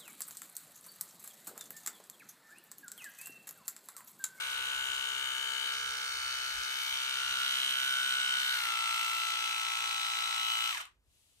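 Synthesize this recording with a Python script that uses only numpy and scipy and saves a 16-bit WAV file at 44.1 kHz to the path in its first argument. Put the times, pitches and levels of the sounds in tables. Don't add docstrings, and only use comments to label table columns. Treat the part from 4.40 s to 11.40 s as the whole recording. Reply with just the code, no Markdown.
import sys
import numpy as np
from scipy import signal
from scipy.fft import rfft, irfft
from scipy.io import wavfile

SR = 44100
rng = np.random.default_rng(int(sys.argv[2]) if len(sys.argv) > 2 else 0)


def dump(signal):
    limited = np.clip(np.atleast_2d(signal).T, -1, 1)
    pcm = np.round(limited * 32767).astype(np.int16)
    wavfile.write(sys.argv[1], SR, pcm)


N = 308700
TIME = np.arange(N) / SR


def from_db(db):
    return 10 ** (np.asarray(db) / 20)


def rms_one(x):
    return x / np.sqrt(np.mean(x ** 2) + 1e-20)


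def in_time(rows):
    seconds, *columns = np.transpose(rows)
    return [np.interp(TIME, seconds, column) for column in columns]


def at_hz(points, hz):
    table_hz, value = np.transpose(points)
    return np.interp(np.log(np.maximum(hz, 1)), np.log(table_hz), value)


def during(one_edge, other_edge):
    softness_s = .05
    first_step = np.tanh((TIME - one_edge) / softness_s)
    second_step = np.tanh((TIME - other_edge) / softness_s)
    return (first_step - second_step) / 2


def drift(rate_hz):
    step = 100
    r = np.exp(-2 * step * np.pi * rate_hz / SR)
    chance = rng.standard_normal(N // step + 2002)
    slow = signal.lfilter([1], [1, -2 * r, r * r], chance)[2000:]
    return np.interp(np.arange(N) / step, np.arange(len(slow)), rms_one(slow))


# (pitch [Hz], left over right [dB])
TILT = [(60, -2), (300, -3.5), (700, -1), (1400, 2.5), (2600, -2.5), (4400, 2.5), (6200, 2), (8300, 10.5),
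        (11000, 7), (15000, 5.5)]
PORT_LAG_S = 0.00016


def colour(pair, spectrum):
    hz = np.arange(N // 2 + 1) * SR / N
    level, half_tilt = at_hz(spectrum, hz), at_hz(TILT, hz) / 2
    left = from_db(level + half_tilt) * np.exp(2j * np.pi * hz * PORT_LAG_S)
    right = from_db(level - half_tilt)
    return rms_one(irfft(rfft(pair) * np.array([left, right]), N))


def spread(three, alike):
    alike = np.clip(alike, 0, 1)
    return np.sqrt(alike) * three[0] + np.sqrt(1 - alike) * three[1:]


def noise(alike):
    return spread(rng.standard_normal((3, N)), alike)


def tone(angle, db, pan_db, lead):
    lean = from_db(pan_db / 2)
    level = from_db(db) / np.sqrt((lean ** 2 + lean ** -2) / 4)
    return level * np.array([lean * np.sin(angle + lead), np.sin(angle) / lean])


# (time [s], speed [turns per s])
FAST_SPEED = [(0.0, 65.0), (0.15, 64.8), (1.72, 64.6), (1.9, 64.9), (2.15, 64.7), (2.63, 65.2),
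              (2.95, 65.0), (3.53, 65.3), (4.03, 64.5), (4.12, 64.9)]
# (time [s], speed [turns per s])
SLOW_SPEED = [(4.4, 58.4), (4.63, 58.5), (5.194, 57.6), (5.7, 57.6), (6.074, 57.3), (6.29, 58.0)]
STEP_DOWN_S, SETTLE_S = 4.148, .06
OFF_S, COAST_S = 6.311, .172


def motor():
    slow = 1 - np.exp(-np.maximum(TIME - STEP_DOWN_S, 0) / SETTLE_S)
    powered = (1 - slow) * in_time(FAST_SPEED)[0] + slow * in_time(SLOW_SPEED)[0]
    left = np.clip(1 - (TIME - OFF_S) / COAST_S, 0, 1)
    return powered, slow, left


# (multiple of the crank speed,
# fast mode [dB], slow mode [dB], share of the tooth swing, share of the load swing,
# share of the octave swing, share of the third-harmonic swing, left over right [dB],
# left lead [radians], place in the turn [turns], throb depth [0-1], beat depth [0-1])
GEAR = [(21, -48, -51.5, 0, .6, 0, 0, -3, 1.4, .72, 0, .25),
        (22, -55.5, -53.5, 0, 1.2, 0, 0, 1, .8, .72, 0, .08),
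        (23, -41.7, -41.7, 1, 0, 0, 0, 0, 0, .72, 0, .04),
        (44, -47.5, -50.5, 0, .3, .2, 0, -2, 2.3, .59, .3, .17),
        (46, -44.5, -45.5, 0, 0, 1, 0, 0, 2.0, .59, .5, .1),
        (48, -45, -49, 0, 0, .6, 0, 0, 2.2, .59, .35, .17),
        (69, -54, -54, 0, 0, 0, 1, 5, 4.3, .63, .95, .2)]
# (multiple of the crank speed, fast mode [dB], slow mode [dB])
SIDEBANDS = [(6, -82, -82), (7, -77, -81), (8, -77, -76), (10, -73, -79), (12, -77, -69), (13, -70, -70),
             (14, -62, -60), (15, -70, -62), (16, -67, -59), (17, -69, -65), (18, -62, -64), (19, -56, -60),
             (20, -62, -61), (24, -54, -54), (25, -55, -57), (26, -58, -59), (27, -62, -60), (35, -52, -57),
             (40, -51, -58), (42, -54, -58), (43, -54, -57), (45, -56, -54), (47, -57, -58), (49, -50, -57),
             (50, -54, -50), (52, -56, -48), (54, -54, -50), (56, -53, -50), (59, -54, -52), (68, -59, -51),
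             (70, -61, -53), (71, -64, -56), (72, -64, -55)]
# (pitch [Hz], level [dB])
HOUSING = [(100, -44), (550, -6), (780, 6), (1050, 12), (1550, 13.5), (2000, 1), (2700, 0.5), (4200, 3)]
# (time [s], level [dB])
TOOTH_SWING = [(0.05, -43), (.4, -42), (.85, -46), (1.25, -48), (1.45, -45), (1.8, -46.5), (2.15, -44),
               (2.75, -45), (3.02, -40.5), (3.3, -43.5), (3.48, -36.5), (3.98, -37.5), (4.05, -41.5),
               (4.12, -38.5), (4.2, -41), (4.4, -37.5), (5.3, -41), (6.25, -40)]
# (time [s], level [dB])
LOAD_SWING = [(0, -1.5), (1.2, 2), (2.5, -2), (2.75, 8), (3.02, 11), (3.25, 1.5), (3.55, 10.5), (4.0, 3.5),
              (4.6, 5.5), (5, -6.5), (6.3, -0.5)]
# (time [s], level [dB])
OCTAVE_SWING = [(0, -51), (.45, -44.5), (1.25, -40.5), (1.6, -49), (1.85, -46), (2.15, -49), (2.4, -44),
                (3.0, -48), (3.2, -42), (3.55, -44), (3.95, -41.5), (4.17, -45), (4.35, -40), (4.65, -39),
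                (5.0, -42), (5.6, -46.5), (6.3, -45)]
# (time [s], level [dB])
THIRD_SWING = [(0, -64), (1.1, -57), (1.5, -56), (1.85, -48), (2.2, -52), (2.85, -53), (3.2, -63),
               (3.6, -63), (3.95, -53), (4.6, -51), (5.5, -49), (6.3, -48.5)]
# (time [s], tooth whine left over right [dB],
# left lead of the tooth whine [radians], whine near the octave left over right [dB])
LEAN = [(0, 7, 1.53, 1), (1.2, 6, 1.86, 14.5), (1.48, -3, 1.8, -8), (1.8, 2, 2.2, 0), (2.2, 1, 1.95, 14),
        (2.42, 9, 2.6, 5), (2.8, -1, 1.5, 7), (3.1, -1, 2.2, -4), (3.6, 0.5, 1.53, 0), (4.0, -4.5, 2.1, 5),
        (4.3, 4.5, 1.14, -2.5), (5.0, 3, 1.3, -1), (6.3, 5.5, 1.55, -6)]
TEETH = 23
BEAT_HZ = 5.3


def gear(turn, powered, left, slow, play_db, low_side_db=0.5, high_side_db=-3.5, play_share=0.61, octave_share=0.45):
    swing_tables = (TOOTH_SWING, LOAD_SWING, OCTAVE_SWING, THIRD_SWING)
    swings = np.array([in_time(table)[0] for table in swing_tables])
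    swings = swings - swings.mean(axis=1, keepdims=True)
    tooth_pan, tooth_lead, high_pan = in_time(LEAN)
    out, coasting, loaded = np.zeros((2, N)), left < 1, left ** 2
    flutter_db = np.where(coasting, 2.5, np.interp(slow, [0, 1], (.6, .45)))

    def level_db(k, fast_db, slow_db):
        db = fast_db + slow * (slow_db - fast_db)
        hz = k * powered[coasting]
        db[coasting] += at_hz(HOUSING, hz * left[coasting]) - at_hz(HOUSING, hz)
        return db

    for k, fast_db, slow_db, *shares, pan, lead, place, throb, beat in GEAR:
        angle = 2 * np.pi * (turn - place)
        is_tooth, near_octave = k == TEETH, abs(k - 2 * TEETH) <= 2
        db = level_db(k, fast_db, slow_db) + np.dot(shares, swings) + flutter_db * drift(20)
        throbbing = 1 + throb * np.cos(angle)
        beating = 1 + beat * np.cos(2 * np.pi * (BEAT_HZ * TIME + rng.random()))
        pan_now = pan + is_tooth * tooth_pan + near_octave * high_pan
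        lead_now = lead + is_tooth * tooth_lead + .1 * drift(.3)
        line = throbbing * beating * tone(k * angle, db, pan_now, lead_now)
        out += line * (loaded if k % TEETH else 1)

    for k, fast_db, slow_db in SIDEBANDS:
        hz, high, near_octave = k * powered[0], k > 30, 43 <= k <= 49
        chance_angle = (.8 if high else np.pi) * rng.normal()
        angle = 2 * np.pi * k * (turn - .61) + chance_angle
        db = level_db(k, fast_db, slow_db) + 2 * drift(1.0)
        db = db + (high_side_db + play_share * play_db if high else low_side_db)
        db = db + near_octave * octave_share * swings[2]
        lead = 2 * np.pi * hz * PORT_LAG_S + rng.normal(0, 0.38)
        out += loaded * tone(angle, db, at_hz(TILT, hz), lead)
    return out


# (from [s], to [s], level of the lower hum tone [dB])
GRIPS = [(0, 1.7, -78), (2.85, 4.07, -72.5)]


def hum(turn, pan_db=-4, fourth_db=-4):
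    level = sum(from_db(db) * during(start, end) for start, end, db in GRIPS)
    third = tone(3 * 2 * np.pi * turn, 0, pan_db, 0)
    fourth = tone(4 * 2 * np.pi * turn, fourth_db, pan_db, 0)
    return level * (third + fourth)


def surface(turn, alike, wear, size=680):
    tracks = signal.resample(rng.standard_normal((2, 3, size)), size * 10, axis=-1)
    position = (turn % 1 * (size * 10 - 1)).astype(int)
    passing = tracks[:, :, position]
    shift = wear * drift(0.42)
    return spread(np.cos(shift) * passing[0] + np.sin(shift) * passing[1], alike)


# (place [turns], width [turns], fast-mode rattle [dB],
# slow-mode rattle [dB], buzz and sizzle [dB], clatter [dB])
CONTACTS = [(0.107, 0.019, -12.5, -5.5, -18, -18.5), (0.298, 0.068, 2, -16, -7.5, -11),
            (0.52, 0.012, -18.5, -3.5, -5, -13), (0.576, 0.044, 1, 4.5, -17.5, 1.5),
            (0.649, 0.0052, -5, 11.5, 1, 2.5), (0.737, 0.011, -15, -19.5, 1, -6),
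            (0.805, 0.065, -2.5, 1.5, -11, -14)]


def pressure(turn, levels_db, idle_db, uneven_db, narrow):
    lap, force = turn.astype(int), from_db(idle_db)
    for (place, width, *_), level_db in zip(CONTACTS, levels_db):
        chance = np.clip(rng.standard_normal(512), -2, 2)
        strength = from_db(level_db + uneven_db * chance)
        away = (turn - place + .5) % 1 - .5
        force = force + strength[lap] * np.exp(-np.abs(away) * narrow / width)
    return force


# (pitch [Hz], level [dB])
RUB = [(100, -24), (150, -18), (230, -21.5), (350, -12.5), (600, -12.5), (850, -3.5), (1100, -0.5),
       (1400, 3.5), (1750, 2.5), (2200, -31), (4000, -52)]
# (pitch [Hz], level [dB])
RATTLE = [(600, -41), (1400, -6.5), (1900, -1.5), (2300, 3), (3050, 3), (3500, -3.5), (4000, -12),
          (9000, -22)]
# (pitch [Hz], level [dB])
CLATTER = [(2000, -30.5), (3300, -5), (3700, -2.5), (4050, -1), (4700, -12.5), (5400, -18.5), (9000, -58.5)]
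# (pitch [Hz], level [dB])
BUZZ = [(2500, -34), (4500, -3), (5200, 0.5), (6100, 2.5), (6800, -2.5), (7600, -37), (14000, -56)]
# (pitch [Hz], level [dB])
SIZZLE = [(3000, -49), (6300, -21), (7300, 2.5), (8200, 3.5), (9200, 1.5), (10500, -6.5), (12700, -11.5),
          (15000, -24.5), (16000, -43.5)]
# (pitch [Hz], level [dB])
CRACKLE = [(6000, -27), (9000, -5), (10500, -5), (12700, -5), (15000, -9.5), (16000, -32.5)]
KNOCK_UNEVEN_DB, TICK_UNEVEN_DB = 1.4, 3.5


def drive(turn, slow, play_db):
    _, _, fast_db, slow_db, hard_db, shaft_db = np.transpose(CONTACTS)
    fast_knock = pressure(turn, fast_db, idle_db=-8.5, uneven_db=KNOCK_UNEVEN_DB, narrow=0.72)
    slow_knock = pressure(turn, slow_db, idle_db=-13.0, uneven_db=KNOCK_UNEVEN_DB, narrow=0.62)
    knock = (1 - slow) * fast_knock + slow * slow_knock
    shaft = pressure(turn, shaft_db, idle_db=-10.0, uneven_db=KNOCK_UNEVEN_DB, narrow=0.48)
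    tick = pressure(turn, hard_db, idle_db=-9.0, uneven_db=TICK_UNEVEN_DB, narrow=0.78)
    spike = pressure(turn, hard_db, idle_db=-13, uneven_db=TICK_UNEVEN_DB, narrow=2.6)

    def level(db, share):
        return from_db(db + share * play_db)

    rattle_grit = surface(turn, 0.15, wear=0.97) + from_db(-4.5) * noise(0.12)
    clatter_grit = surface(turn, 0.98, wear=0.58) + from_db(-1) * noise(0.56)
    buzz_grit = surface(turn, 0.31, wear=0.76) + from_db(0.5) * noise(0.38)
    sizzle_grit = surface(turn, .4, wear=.9) + from_db(2) * noise(.45)

    rub = colour(knock * noise(0.6), RUB) * level(db=-55.0, share=0.08)
    rattle = colour(knock * rattle_grit, RATTLE) * level(db=-41, share=0.5)
    clatter = colour(shaft * clatter_grit, CLATTER) * level(db=-43.5, share=1.14)
    buzz = colour(tick * buzz_grit, BUZZ) * level(db=-46.5, share=0.13)
    sizzle = colour(tick * sizzle_grit, SIZZLE) * level(db=-50.5, share=0.34)
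    crackle = colour(spike * noise(0.31), CRACKLE) * level(db=-54.0, share=0.6)
    return rub + rattle + clatter + buzz + sizzle + crackle + brush_head(knock)


# (time [s], centre pitch [Hz], level [dB])
HEAD = [(0, 8950, -59), (2.0, 9000, -69), (2.75, 8620, -59.5), (3.4, 8500, -52.5), (3.85, 8150, -49),
        (4.2, 8140, -55), (4.5, 8100, -49), (5.0, 7900, -54), (6.3, 7900, -51.5)]


def brush_head(knock, width_hz=620, pan_db=10):
    centre_hz, db = in_time(HEAD)
    knocked_noise = np.sqrt(knock) * (noise(.7) + 1j * noise(.7))
    shake = signal.lfilter(*signal.butter(2, width_hz / 2, fs=SR), knocked_noise)
    ring = np.real(shake * np.exp(2j * np.pi * np.cumsum(centre_hz) / SR))
    return from_db(db) * rms_one(ring * from_db(np.array([[pan_db], [0]])))


# (time [s], level [dB])
PLAY = [(0, -2), (1.18, -4), (1.27, -1), (1.42, -5.5), (1.9, -3.5), (3.2, 1), (3.95, 0), (4.11, 1),
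        (4.25, 0), (4.6, 0.5), (5.2, -0.5), (6.3, -0.5)]
WHINE_FALL, RATTLE_FALL = 2.0, 1.52


def toothbrush(wobble_turns=0.0014):
    powered, slow, left = motor()
    turn = np.abs(np.cumsum(powered * left) / SR + wobble_turns * drift(11.0))
    play_db, = in_time(PLAY)
    whine = gear(turn, powered, left, slow, play_db) + hum(turn)
    rattle = drive(turn, slow, play_db)
    return left ** WHINE_FALL * whine, left ** RATTLE_FALL * rattle + run_out()


ROOM_T60_S = 0.21


def room(x, wall_hz=4500):
    t = TIME[:SR // 2]
    tail = rng.standard_normal((2, len(t))) * from_db(-60 * t / ROOM_T60_S)
    tail = tail * (t > .006)
    tail = tail / np.sqrt(np.sum(tail[0] ** 2))
    tail = signal.lfilter(*signal.butter(1, min(wall_hz, SR / 3), fs=SR), tail)
    return signal.fftconvolve(x, tail, axes=1)[:, :N]


# (one edge [s], other edge [s], centre pitch [Hz], width [Hz],
# gain [dB]); reversed edges turn a boost into a cut and a cut into a boost
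COLOUR_SHIFTS = [(-0.1, 1.68, 460, 110, 4.5), (0, 1.33, 905, 30, 4), (-0.06, 1.3, 5500, 970, -6.5),
                 (.3, 1.2, 7030, 280, 7), (0.8, 2.4, 1690, 71, 4.5), (1.3, 2.2, 1357, 35, 2),
                 (1.6, 2.46, 1635, 45, -3), (1.9, 1.65, 3340, 150, 3), (1, 2.58, 2850, 90, -7),
                 (2, 2.3, 3150, 110, -1), (1, 2.2, 4480, 340, 2.5), (1.45, 2.2, 1900, 120, 1),
                 (2.5, 2.57, 3300, 156, 10), (2.3, 2.55, 13200, 1600, 5.5), (2.5, 3.35, 1596, 82, -4.5),
                 (3.5, 2.9, 3600, 110, 2), (5.5, 5.8, 2690, 140, -2), (3, 3.4, 3900, 70, 4),
                 (3, 3.1, 4700, 700, 3), (3, 3.4, 3280, 110, 4.5), (3, 4.1, 3110, 80, 3),
                 (3.0, 3.75, 12300, 2200, 3), (4, 4.2, 4180, 610, 4), (4.0, 4.3, 1750, 220, 5.5),
                 (4, 4.28, 12500, 2000, 6), (4.5, 4.85, 12700, 1800, 4), (3, 5.5, 2810, 45, -4),
                 (4.3, 5.83, 3130, 130, 3.5), (4.3, 6.3, 3450, 150, 1.5), (6, 6.28, 3070, 200, 6.5),
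                 (5.5, 6.25, 3900, 190, 3.5), (3, 4.3, 2080, 160, 3), (6, 6.5, 13000, 1500, 4.5)]


def shift_colour(x):
    spectrum, hz = rfft(x), np.arange(N // 2 + 1) * SR / N
    for one_edge, other_edge, centre_hz, width_hz, gain_db in COLOUR_SHIFTS:
        band = irfft(spectrum * np.exp(-((hz - centre_hz) / width_hz) ** 2), N)
        x = x + (from_db(gain_db) - 1) * during(one_edge, other_edge) * band
    return x


# (time [s], half length [s], peak level [dB])
BUMPS = [(.36, 0.26, -71), (0.81, 0.089, -73), (1.462, 0.075, -66.5), (1.844, 0.15, -68),
         (2.183, 0.035, -59.5), (2.52, 0.028, -72), (2.893, 0.12, -68), (4.17, .1, -71.5),
         (5.497, 0.018, -68.5), (6.68, 0.015, -75)]
# (pitch [Hz], level [dB])
RUMBLE = [(15, -36.5), (30, -26.5), (47, 4.5), (62, -2.5), (90, -2), (130, -12), (220, -24), (500, -27),
          (2000, -59)]
RUMBLE_FLOOR_DB = -77


def hand():
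    level = from_db(RUMBLE_FLOOR_DB)
    for middle_s, half_s, db in BUMPS:
        level = level + from_db(db) * np.exp(-((TIME - middle_s) / half_s) ** 2)
    return level * colour(noise(0.78), RUMBLE)


# (pitch [Hz], level [dB])
AIR = [(100, -1), (400, -3), (1500, -9), (5000, -16), (16000, -22)]


def still_air():
    return from_db(-81.0) * colour(noise(0.83), AIR)


# (time [s], level [dB])
KNOCKS = [(6.356, -28), (6.379, -22.5), (6.4063, -25.5), (6.413, -26), (6.453, -33.5), (6.469, -44)]


def run_out(knock_db=-12.5, ring_s=0.0047):
    level = np.zeros(N)
    for start_s, db in KNOCKS:
        fade = np.exp(-np.abs(TIME - start_s) / ring_s) * (TIME >= start_s)
        level = level + from_db(db + knock_db) * fade
    # (pitch [Hz], level [dB])
    plastic = [(500, -20.5), (1000, 10), (3300, 0), (5000, -8), (9000, -5), (16000, -23)]
    return np.std(level) * colour(level * noise(0.4), plastic)


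# (pitch [Hz], level [dB])
GLOVE = [(500, -27), (1800, -7), (2900, 3.5), (4000, 2), (5500, -1.5), (8800, 1), (12000, -4.5),
         (16000, -16.5)]
GLOVE_S, GLOVE_ATTACK_S, GLOVE_LEVEL_DB = 6.56, 0.19, -70.5


def glove():
    slide = np.clip((TIME - GLOVE_S) / GLOVE_ATTACK_S, 0, 1) ** 2
    return from_db(GLOVE_LEVEL_DB) * slide * colour(noise(0.16), GLOVE)


def scene():
    whine, rattle = toothbrush()
    echo = room(from_db(-26) * whine + from_db(-3.5) * rattle)
    return shift_colour(whine + rattle + echo) + hand() + glove() + still_air()


CUTOFF_HZ = 15650


def record(dry):
    steep = signal.ellip(10, .05, 60, CUTOFF_HZ, fs=SR, output="sos")
    return signal.sosfiltfilt(steep, dry)


dry = scene()
out = record(dry)
dump(out)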